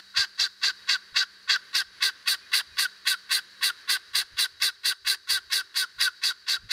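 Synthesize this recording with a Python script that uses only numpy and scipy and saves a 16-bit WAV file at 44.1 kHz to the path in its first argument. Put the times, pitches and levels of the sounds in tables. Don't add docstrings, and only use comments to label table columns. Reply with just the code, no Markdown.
import sys
import numpy as np
from scipy import signal
from scipy.fft import rfft, irfft, next_fast_len
from scipy.io import wavfile
from scipy.ndimage import map_coordinates

SR = 44100
rng = np.random.default_rng(int(sys.argv[2]) if len(sys.argv) > 2 else 0)


def materialize(psi):
    bounded = np.clip(np.atleast_2d(psi).T, -1, 1)
    quanta = np.round(bounded * 32767).astype(np.int16)
    wavfile.write(sys.argv[1], SR, quanta)


N = 296352


def amp(db):
    return 10 ** (np.asarray(db) / 20)


def unit(x):
    return x / np.sqrt(np.mean(x ** 2) + 1e-20)


def along(points, hz):
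    f, v = np.transpose(points)
    return np.interp(np.log(hz + 1), np.log(f + 1), v)


def curves(rows, at):
    places, *columns = np.transpose(rows)
    return [np.interp(at, places, column) for column in columns]


def wobble(rate):
    return map_coordinates(rng.standard_normal(int(N * rate / SR) + 4), [np.arange(N) * rate / SR])


def filtered(x, response):
    size = next_fast_len(N + SR // 2)
    return irfft(rfft(x, size) * response(np.fft.rfftfreq(size, 1 / SR)), size)[:N]


def coloured(x, spectrum):
    return unit(filtered(x, lambda hz: amp(along(spectrum, hz))))


def resonated(x, modes):
    def response(f):
        return sum((-1) ** k * amp(db) * 1j * f * width / (hz * hz - f * f + 1j * f * width)
                   for k, (hz, width, db) in enumerate(modes))
    return unit(filtered(x, response))


def background():
    # frequency in Hz, relative level in dB.
    wash_colour = [(30, -42), (90, -14.5), (150, -22.5), (400, -14), (800, -23.5), (1150, -9), (1300, -11),
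                   (1570, 0), (1950, -5), (2300, -13.5), (3200, -11.5), (6000, -20), (8000, -35),
                   (10000, -24), (15000, -50)]
    # centre in Hz, width in Hz, relative level in dB.
    insect_bands = [(3853, 40, 1.5), (4530, 410, -4)]
    # time in seconds, wash and insect levels in dB before their trims.
    drift = [(0.0, -57, -51.5), (2.08, -54, -55), (2.73, -54, -51.5), (4.12, -56, -53.5), (4.96, -62, -57),
             (5.97, -58.5, -54), (6.72, -59.5, -58.5)]
    # time in seconds, mean level in dB.
    hum_levels = [(0, -77.5), (3.6, -75.5), (4.3, -99), (6.72, -83)]
    t = np.arange(N) / SR
    wash_db, insect_db = curves(drift, t)
    wash = amp(wash_db - 0.34 + 1.7 * wobble(8.1)) * coloured(rng.standard_normal(N), wash_colour)
    insects = amp(insect_db - 1.5 + 1.14 * wobble(27)) * resonated(rng.standard_normal(N), insect_bands)
    hum = amp(curves(hum_levels, t)[0] + 1.4 * wobble(4.32)) * unit(np.sin(2 * np.pi * 193 * t))
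    return wash + insects + hum


def call_controls():
    # start and length in seconds, base pitch in Hz, base voice and coo levels in dB.
    calls = [(-.105, 0.11, 389.2, -32.5, -32), (0.149, 0.11, 392.4, -32, -29.5),
             (.378, 0.1, 395.5, -34, -33), (0.616, 0.1, 397, -32, -29.5), (0.875, 0.095, 389.5, -31, -29.5),
             (1.145, 0.1, 386.6, -31, -29), (1.479, 0.094, 393.1, -29.5, -27.5),
             (1.731, 0.098, 395, -30.5, -31), (2.007, 0.099, 393.1, -31, -32.5),
             (2.259, 0.1, 396.5, -30.5, -33), (2.518, 0.1, 394.2, -28.5, -36),
             (2.769, 0.1, 391.6, -30.5, -29), (3.053, 0.1, 387.1, -30, -30),
             (3.293, 0.11, 399.3, -31.5, -33.5), (3.612, .1, 390.6, -29.5, -31.5),
             (3.877, 0.1, 391.4, -30, -31), (4.135, 0.098, 394.9, -30.5, -45),
             (4.369, 0.1, 396.7, -30.5, -36), (4.602, .105, 396.4, -32.5, -35.5),
             (4.835, 0.1, 389, -33, -37.5), (5.05, 0.11, 394, -34, -34), (5.274, 0.12, 388, -34, -32.5),
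             (5.502, 0.12, 390.2, -34.5, -33), (5.743, 0.11, 382.8, -35.5, -31),
             (5.985, 0.11, 388.6, -33, -29), (6.217, 0.11, 386.5, -35, -36.5),
             (6.466, 0.11, 391, -35, -33.5), (6.692, .103, 392, -36.5, -31.5)]
    t, rows = np.arange(N) / SR, np.array(calls)
    current = np.maximum(np.searchsorted(rows[:, 0] - .05, t) - 1, 0)
    start, length, pitch_hz, voice_db, coo_db = rows[current].T
    return (t - start) / length, pitch_hz, voice_db, coo_db


def syrinx(share):
    top_at, slack_at, slackening = .3, .78, .13
    crack_at, crack_width, crack_scatter = .235, .1, .0199
    top, scoop, sag, drop, crack_dip = 1.04, .11, .11, .09, .05
    share = np.clip(share, 0, 1)
    crack = np.exp(-((share - crack_at - crack_scatter * wobble(4)) / crack_width) ** 2)
    starting = np.maximum(1 - share / top_at, 0)
    past_top = np.maximum(share - top_at, 0)
    slack = np.maximum(share - slack_at, 0) / (1 - slack_at)
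    glide = top - scoop * starting - sag * past_top - drop * slack ** 2 - crack_dip * crack
    loosened = np.clip(1 + (share - slack_at) / slackening, 0, 1)
    rough = .32 + .27 * starting + .66 * crack + .25 * loosened
    return glide, np.clip(rough, 0, 1), crack


def envelope(share, part):
    shapes = {"opening": (0.3, 0.14, 0.26, 0.17, -16.5), "voice": (0.1862, 0.19, 0.2, 1.0, -10.5),
              "ring": (0.2016, 0.44, 0.13, 0.54, -22), "fizz": (0.24, 0.54, 0.13, 0.39, -26.5),
              "whistle": (0.58, 0.59, 0.37, 0.26, -40), "coo": (0.69, .77, 0.66, 0.4, -17.5),
              "creak": (0.8251, 1.2, .11, .12, -40)}
    start_at, stop_at = -0.0075, 0.96
    fade_in, fade_out = 0.035, 0.093
    full_from, full_until, attack, release, lead_in_db = shapes[part]
    rise_db = np.maximum(-20 * np.maximum(full_from - share, 0) / attack, lead_in_db)
    fall_db = -20 * (np.maximum(share - full_until, 0) / release) ** 2
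    ramp = lambda x: (1 + np.sin(np.pi / 2 * np.clip(x, -1, 1))) / 2
    airflow = ramp((share - start_at) / fade_in) * ramp((stop_at - share) / fade_out)
    return amp(rise_db + fall_db) * airflow


def pulse_train(cycles, harmonics):
    return unit(sum(np.cos(2 * np.pi * k * cycles) for k in range(1, harmonics + 1)))


def throat_voice(cycles, rough):
    # centre in Hz, width in Hz, relative level in dB.
    throat = [(1065, 78.6, -7.5), (1535, 290, -2.5), (1908, 256, 0), (2162, 130, -0.5), (2627, 190, -0.5),
              (2846, 108, 0), (3318, 310, -0.5), (3992, 97, 1)]
    chaos = coloured(rng.standard_normal(N), [(5000, 0), (6000, -30)])
    pulses = pulse_train(cycles, harmonics=13)
    return resonated(np.sqrt(1 - rough ** 2) * pulses + rough * chaos, throat)


def beak_ring(cycles, age_s, share, rough):
    # share of the call, frequency in Hz.
    resonance = [(0, 4250), (.4, 4490), (.6, 4250), (.85, 4600)]
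    ring_s, scatter, bend = 0.0003586, 0.021, 0.04
    pulse_number = (cycles - cycles.min() + cycles.min() % 1).astype(int)
    detune, size, slip = rng.standard_normal((4000, 3))[pulse_number].T
    group_phase = np.cumsum(85 + 18 * wobble(60)) / SR % 1
    hz = curves(resonance, share)[0] * (1 + scatter * detune + bend * (1 - 2 * group_phase))
    pulse_db = 1.06 * size + 3.0 * np.sqrt(rough) * np.sin(2 * np.pi * group_phase)
    swell = unit((age_s / ring_s) ** 2 * np.exp(-age_s / ring_s) * amp(pulse_db))
    phase = 2 * np.pi * hz * (age_s - 2 * ring_s) + 1.6 * rough * slip
    ring, overtone = unit(swell * np.sin(phase)), unit(swell * np.cos(2 * phase))
    return swell, ring, overtone


def escaping_air(steady, rough, swell, overtone):
    # frequency in Hz, relative level in dB.
    rasp_colour = [(200, -46), (700, -18.5), (1200, -3.5), (2000, 2), (2750, 1.5), (3400, 3.5), (4900, 12),
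                   (5400, 0.5), (6400, 0), (7500, -5), (9500, -16), (15500, -25.5)]
    fizz_colour = [(2000, -34), (5500, -9), (7500, -1), (10000, 5), (12000, 3), (13200, -4), (14500, 0),
                   (15600, -5.5)]
    cycles = steady + 0.04 * rough * wobble(250)
    buzz = (1 - rough) ** 2 * pulse_train(cycles, harmonics=33)
    rasp = coloured((swell + 1) * rng.standard_normal(N) + 0.22 * buzz, rasp_colour)
    fizz = coloured((swell + 1) * rng.standard_normal(N) + .9 * buzz + .7 * overtone, fizz_colour)
    return rasp, fizz


def near_bounce(x, delay_s, gain):
    return filtered(x, lambda hz: (1 + gain * np.exp(-2j * np.pi * hz * delay_s)) / np.hypot(1, gain))


def narrow_notches(x):
    # centre in Hz, width in Hz.
    notches = [(1280, 162), (2400, 218), (3080, 358), (3770, 24), (4140, 86)]
    notch = lambda f, hz, width: (hz * hz - f * f) / (hz * hz - f * f + 1j * f * width)
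    return filtered(x, lambda f: np.prod([notch(f, hz, width) for hz, width in notches], axis=0))


def singing_harmonics(steady, share, rough, voice_db, coo_db):
    def harmonic(order):
        phase = 2 * np.pi * order * steady + 0.93 * rough * wobble(200)
        return unit(np.sin(phase) * amp(2.6 * wobble(110)))
    shifted = share + 0.03 * wobble(4.88)
    opening_db = -38 + 2.2 * (voice_db - voice_db.mean())
    opening = amp(opening_db) * envelope(shifted, "opening") * harmonic(3)
    coo = amp(coo_db + 2.0) * envelope(shifted, "coo") * (harmonic(4) + amp(-21) * harmonic(3))
    whistle_db = -29 + 2.0 * wobble(4.01)
    whistle = amp(whistle_db) * envelope(shifted, "whistle") * (harmonic(10) + amp(-6) * harmonic(9))
    fundamental = amp(-56.5 - 81 * (share - .56) ** 2) * harmonic(1)
    return opening + coo + whistle + fundamental


def closing_creak(share, swell):
    # frequency in Hz, relative level in dB.
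    colour = [(300, -50), (650, -16), (920, -7), (1200, -3), (1700, 11.5), (2300, -16), (3000, 4),
              (4500, -9), (7000, -23)]
    return envelope(share, "creak") * coloured(swell * rng.standard_normal(N), colour)


def guineafowl():
    # time in seconds, beak ring in dB, fizz in dB.
    treble_levels = [(.2, -23.5, -47), (1.5, -24, -55), (1.75, -24.5, -38.5), (2.3, -25, -32),
                     (3.7, -26, -31), (4.6, -25, -32), (6.0, -26, -33.5), (6.4, -25.5, -39.5)]
    ring_db, fizz_db = curves(treble_levels, np.arange(N) / SR)
    share, pitch_hz, voice_db, coo_db = call_controls()
    glide, rough, crack = syrinx(share)
    steady = np.cumsum(pitch_hz * glide * (1 + 0.006035 * wobble(40))) / SR
    cycles = steady + 0.067 * rough * wobble(250)
    age_s = cycles % 1 / (pitch_hz * glide)
    voice_gain = amp(voice_db + 5.5 * crack + 3.0 + wobble(45))
    voice = voice_gain * envelope(share, "voice") * throat_voice(cycles, rough)
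    swell, ring, overtone = beak_ring(cycles, age_s, share, rough)
    rasp, fizz = escaping_air(steady, rough, swell, overtone)
    treble = amp(ring_db) * envelope(share, "ring") * (ring + amp(-2.5) * rasp)
    treble += amp(fizz_db) * envelope(share, "fizz") * fizz
    treble = near_bounce(treble, delay_s=.001505, gain=.3)
    creak = amp(voice_db - 4.5) * closing_creak(share, swell)
    singing = singing_harmonics(steady, share, rough, voice_db, coo_db)
    return singing + narrow_notches(voice + treble) + creak


def echo(x, decay):
    # frequency in Hz, relative level in dB.
    colour = [(300, 9.5), (1600, -11), (2700, -18), (4200, -6.5), (6500, -0.5), (14000, -1)]
    hz, t, noise = signal.stft(rng.standard_normal(SR), SR, nperseg=256)
    tail_db = along(colour, hz)[:, None] - 60 * t / along(decay, hz)[:, None]
    tail = signal.istft(noise * amp(tail_db), SR, nperseg=256)[1]
    return signal.fftconvolve(x, tail / np.linalg.norm(tail))[:N]


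def garden_echo(x):
    # frequency in Hz, seconds to fall by 60 dB.
    shrubs = [(300, 0.04), (1600, 0.22), (4500, 0.13), (14000, 0.055)]
    trees_and_walls = [(300, 0.64), (1600, 1.45), (4300, 1.3), (7000, 0.37), (14000, 0.24)]
    return amp(-14) * echo(x, shrubs) + amp(-28) * echo(x, trees_and_walls)


def handling():
    # time in seconds, level in dB.
    bumps = [(0.192, -47), (.42, -51), (1.14, -55), (4.16, -63), (4.34, -56), (5.33, -61), (5.98, -59.5),
             (6.6, -58), (6.65, -42.5)]
    colour = [(25, -5.0), (75, 6.5), (120, -2.5), (220, -18.5), (600, -51), (2000, -100)]  # Hz, dB
    t = np.arange(N) / SR
    level = amp(-79.5 + 6.77 * wobble(7.7))
    level += sum(amp(db) * np.exp(-((t - at) / 0.018) ** 2) for at, db in bumps)
    return level * coloured(rng.standard_normal(N), colour)


def far_bird():
    # middle in seconds, peak level in dB.
    chirps = [(2.44, -55), (2.74, -57)]
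    pitch_hz, fall_hz_per_s, half_length_s = 2460, 2000, .018
    t = np.arange(N) / SR

    def chirp(offset_s):
        cycles = (pitch_hz - fall_hz_per_s * offset_s / 2) * offset_s
        return np.exp(-(offset_s / half_length_s) ** 2) * np.sin(2 * np.pi * cycles)
    return sum(amp(db) * chirp(t - at) for at, db in chirps)


def scene():
    bird = guineafowl()
    return (bird + garden_echo(bird) + background() + far_bird() + handling())[None]


def record(dry):
    top_hz = 15700
    return filtered(dry[0], lambda hz: 1 / (1 + (hz / top_hz) ** 200))[None]


dry = scene()
out = record(dry)
materialize(out)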